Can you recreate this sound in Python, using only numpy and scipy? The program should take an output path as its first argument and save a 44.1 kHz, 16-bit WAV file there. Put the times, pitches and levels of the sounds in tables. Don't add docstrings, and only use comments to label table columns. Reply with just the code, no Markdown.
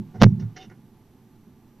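import sys
import numpy as np
from scipy import signal
from scipy.fft import rfft, irfft
from scipy.io import wavfile

SR = 44100
rng = np.random.default_rng(int(sys.argv[2]) if len(sys.argv) > 2 else 0)


def dump_mix(stems):
    frames = np.atleast_2d(stems).T
    limited = np.clip(frames, -1, 1)
    pcm = np.round(limited * 32767).astype(np.int16)
    wavfile.write(sys.argv[1], SR, pcm)


N = 79380


def gain(db):
    return 10 ** (np.asarray(db) / 20)


def unit_level(x):
    return x / np.sqrt(np.mean(x ** 2) + 1e-20)


def panned(db):
    return gain(np.array([[db], [-db]]) / 2)


def frequencies():
    return np.maximum(np.arange(N // 2 + 1) * SR / N, 1)


def tone_curve(points):
    hz, db = np.array(points).T
    return gain(np.interp(np.log(frequencies()), np.log(hz), db))


def resonances(rows, base_db):
    f = frequencies()
    peaks = sum(gain(db) ** 2 / (1 + (2 * (f - hz) / width) ** 2) for hz, width, db in rows)
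    return np.sqrt(gain(base_db) ** 2 + peaks)


def filtered(x, curve):
    cepstrum = irfft(np.log(curve + 1e-7), N)
    forward_only = np.r_[1, np.full(N // 2 - 1, 2), np.zeros(N - N // 2)]
    click_response = irfft(np.exp(rfft(cepstrum * forward_only)), N)[:N // 4]
    return signal.fftconvolve(x, click_response)[:N]


def narrow_noise(pitch_hz, half_width_hz):
    smoothing = signal.butter(2, half_width_hz, fs=SR, output="sos")
    wander = signal.sosfilt(smoothing, rng.standard_normal((2, N)))
    phase = 2 * np.pi * np.cumsum(pitch_hz * np.ones(N)) / SR
    return unit_level(wander[0] * np.cos(phase) + wander[1] * np.sin(phase))


# time_s, pitch_hz
WHISTLE_PATH = [(0, 12170), (.55, 12340), (.69, 11270), (.85, 11620), (1.25, 11750), (1.8, 12230)]


def electronics(t):
    whistle = narrow_noise(np.interp(t, *np.array(WHISTLE_PATH).T), half_width_hz=450)
    whine = unit_level(np.sin(2 * np.pi * 5870 * t))
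    hiss = rng.standard_normal((2, N))
    return gain(-73) * hiss + gain(-79) * whistle + gain(-86) * whine


# pitch_hz, level_db
AIR_TONE = [(25, -5), (45, -26), (70, -11), (110, -5), (150, -6), (230, -6.5), (300, -10), (400, -13.5),
            (560, -26.5), (850, -25), (1250, -30.5), (2000, -34), (4000, -39), (7000, -46.5), (10000, -52)]
# pitch_hz, width_hz, boost_db
AIR_PEAKS = [(123.1, 14, 3.3), (226.7, 29, 3), (362, 20, 3), (757, 16, 5.7), (868, 26, 9.5), (1024, 18, 4),
             (1176, 22, 6.1)]


def night_air(t):
    hollow_tone = tone_curve(AIR_TONE) * resonances(AIR_PEAKS, base_db=0)
    murmur = unit_level(filtered(rng.standard_normal(N), hollow_tone))
    swell_db = 5 * np.exp(-((t - 0.29) / 0.354) ** 2)
    return murmur * gain(-53.5 + swell_db)


def brief_high_hiss(t, start_s=0.24, fade_s=0.18):
    age = np.maximum(t - start_s, 0)
    fade = (age > 0) * np.exp(-np.log(1000) * age / fade_s)
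    return gain(-53.5) * fade * narrow_noise(pitch_hz=5730, half_width_hz=110)


# loudest_s, swell_s, pitch_hz, level_db
BOARD_SQUEAKS = [(0.605, 0.029, 747, -47.5), (.634, 0.027, 2795, -59), (.622, .016, 3620, -54)]


def board_squeaks(t, waver_hz=11.2):
    out = np.zeros(N)
    for loudest_s, swell_s, pitch_hz, level_db in BOARD_SQUEAKS:
        unsteady_hz = pitch_hz + waver_hz * narrow_noise(0, half_width_hz=103)
        note = unit_level(np.sin(2 * np.pi * np.cumsum(unsteady_hz) / SR))
        swell = np.exp(-((t - loudest_s) / swell_s) ** 2)
        out += gain(level_db) * swell * note
    return out


# pitch_hz, width_hz, level_db
BOARD_PEAKS = [(368, 57, 6), (480, 19.3, -4), (742.3, 9.1, 7.5), (865, 20, -13), (1423, 40, 6),
               (1570, 65, 0.5), (1780, 97, 2.5), (1974, 52.5, 6), (2156, 38, 6), (2795, 30, 4),
               (2994, 80, 1.5), (3607, 30, 2), (5017, 186, -14), (5690, 160, -8), (6140, 47, -10)]
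BAND_EDGES = [300, 1000, 2500, 4000, 6600]
# loudest_s, rise_s, fall_s, low_db, middle_db, high_db, top_db
TALON_SCRAPES = [(0.158, 0.013, 0.021, -42, -57, -81, -67), (0.22, 0.012, 0.0042, -30.5, -40, -40.5, -41),
                 (0.24, 0.019, 0.0076, -32, -34.5, -38, -38), (0.2646, .0012, 0.0018, -24, -40, -58, -69),
                 (.402, 0.0053, 0.014, -53, -57, -64.5, -56.5), (.428, 0.011, .020, -47, -61, -73, -70),
                 (0.565, 0.0024, 0.021, -59, -47.5, -53, -51.5), (.573, .005, 0.011, -45, -46.5, -65, -50),
                 (0.601, 0.033, 0.019, -51, -85, -56.5, -63.5), (0.632, 0.028, 0.012, -59.5, -62, -52, -59),
                 (0.65, 0.011, 0.0096, -50, -60.5, -59.5, -61),
                 (0.701, 0.0033, 0.01, -60.5, -57, -85, -66.5), (.721, 0.011, 0.017, -52.5, -58, -85, -79)]


def talon_scrapes(t, catches_per_s=4200, spread_db=2.5):
    ticks = (rng.random(N) < catches_per_s / SR) * rng.choice([-1, 1], N)
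    strengths = gain(spread_db * rng.standard_normal(N))
    wood = filtered(ticks * strengths, resonances(BOARD_PEAKS, base_db=-19))
    out = np.zeros(N)
    for band, edges_hz in enumerate(zip(BAND_EDGES, BAND_EDGES[1:])):
        power = np.zeros(N)
        for loudest_s, rise_s, fall_s, *levels_db in TALON_SCRAPES:
            age = t - loudest_s
            swell = np.exp(-np.where(age < 0, (age / rise_s) ** 2, age / fall_s))
            power += (gain(levels_db[band]) * swell) ** 2
        band_filter = signal.butter(4, edges_hz, "band", fs=SR, output="sos")
        out += unit_level(signal.sosfilt(band_filter, wood)) * np.sqrt(power)
    return out


# start_s, level_db, length_ms, edge_ms, left_minus_right_db
MIC_CRACKS = [(.2172, -1.5, 0.45, .07, -3.5), (.2228, 4, 0.49, .075, -2), (.2332, -4.5, 0.78, 0.0082, -9.5),
              (.2362, 0.5, 0.47, .075, -1.5), (.2391, -6, 0.27, .07, -1.5), (.2420, -3, 0.35, .07, -3.5)]
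# pitch_hz, level_db
CRACK_TONE = [(100, -2.5), (400, -0.5), (550, 1), (800, -3), (1500, -0.5), (3000, 2), (5500, 5.5),
              (6700, 2), (7500, -9.5), (8400, -13.5), (9500, -29), (10800, -5), (14000, -3)]


def microphone_crackle(t, boom):
    out = np.zeros((2, N))
    for start_s, level_db, length_ms, edge_ms, pan_db in MIC_CRACKS:
        age_ms = (t - start_s) * 1000
        rise = (1 + np.tanh(2 * age_ms / edge_ms)) / 2
        fall = np.exp(-np.clip(age_ms / length_ms, 0, 10) ** 5)
        swing = np.sign(boom[int(start_s * SR)])
        out -= swing * gain(level_db) * rise * fall * panned(pan_db)
    return np.array([filtered(side, tone_curve(CRACK_TONE)) for side in out])


def box_rocking(t, middle_s=0.238, swell_s=0.014, pitch_hz=42):
    age = t - middle_s
    return gain(-15) * np.exp(-(age / swell_s) ** 2) * np.sin(2 * np.pi * pitch_hz * age)


# pitch_hz, level_db, ring_s
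BOX_NOTES = [(112.85, 8.5, 0.2), (154.3, -7.5, 0.63), (186.4, -6, .37), (204.5, 7, 0.14), (250, -9, 0.22),
             (283.3, -1.5, 0.027), (331, -6, 0.09), (359.9, -2.5, 0.14)]
# start_s, level_db, rise_s, pitch_hz
FOOTSTEPS = [(-.0031, -20, 0.0027, 218), (0.0482, -32, 0.021, 186), (0.142, -24, 0.022, 191),
             (0.1789, -19, 0.025, 139), (0.2095, 8, .022, 237), (.244, 2, 0.022, 119),
             (0.2562, -29.5, 0.0026, 165), (0.2841, -4.5, 0.042, 145.4), (0.3187, -14.5, 0.017, 161.5),
             (0.3607, -18.5, 0.02, 186), (0.393, -19.5, 0.012, 209), (0.421, -18.5, 0.022, 105),
             (0.4485, -24, 0.014, 116), (0.666, -33.5, 0.0076, 187.6), (0.833, -44, .012, 140),
             (1.464, -36, .012, 260)]


def foot_thumps(t, spread_octaves=0.7):
    note_hz, note_db, ring_s = np.array(BOX_NOTES).T[:, :, None]
    out = np.zeros(N)
    for start_s, level_db, rise_s, pitch_hz in FOOTSTEPS:
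        sounding = (t > start_s) & (t < start_s + 0.5)
        age = t[sounding] - start_s
        shares = gain(note_db) * np.exp(-0.5 * (np.log2(note_hz / pitch_hz) / spread_octaves) ** 2)
        notes = np.sin(2 * np.pi * note_hz * age) * np.exp(-np.log(1000) * age / ring_s)
        push = np.sin(np.pi / 2 * np.minimum(age / rise_s, 1)) ** 2
        out[sounding] += gain(level_db) * push * np.sum(shares * notes, axis=0) / np.linalg.norm(shares)
    return out


def scene():
    t = np.arange(N) / SR
    boom = foot_thumps(t) + box_rocking(t)
    treble_cut = signal.butter(12, 7330, fs=SR, output="sos")
    talons = signal.sosfilt(treble_cut, talon_scrapes(t) + board_squeaks(t))
    mix = boom + talons + brief_high_hiss(t) + night_air(t)
    ceiling = 0.99
    rounded = ceiling * np.tanh(mix / ceiling)
    return rounded * panned(-3) + microphone_crackle(t, boom) + electronics(t)


def record(dry):
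    treble_cut = signal.ellip(8, 0.2, 70, 14700, fs=SR, output="sos")
    return signal.sosfilt(treble_cut, np.clip(dry, -1, 1))


dry = scene()
out = record(dry)
dump_mix(out)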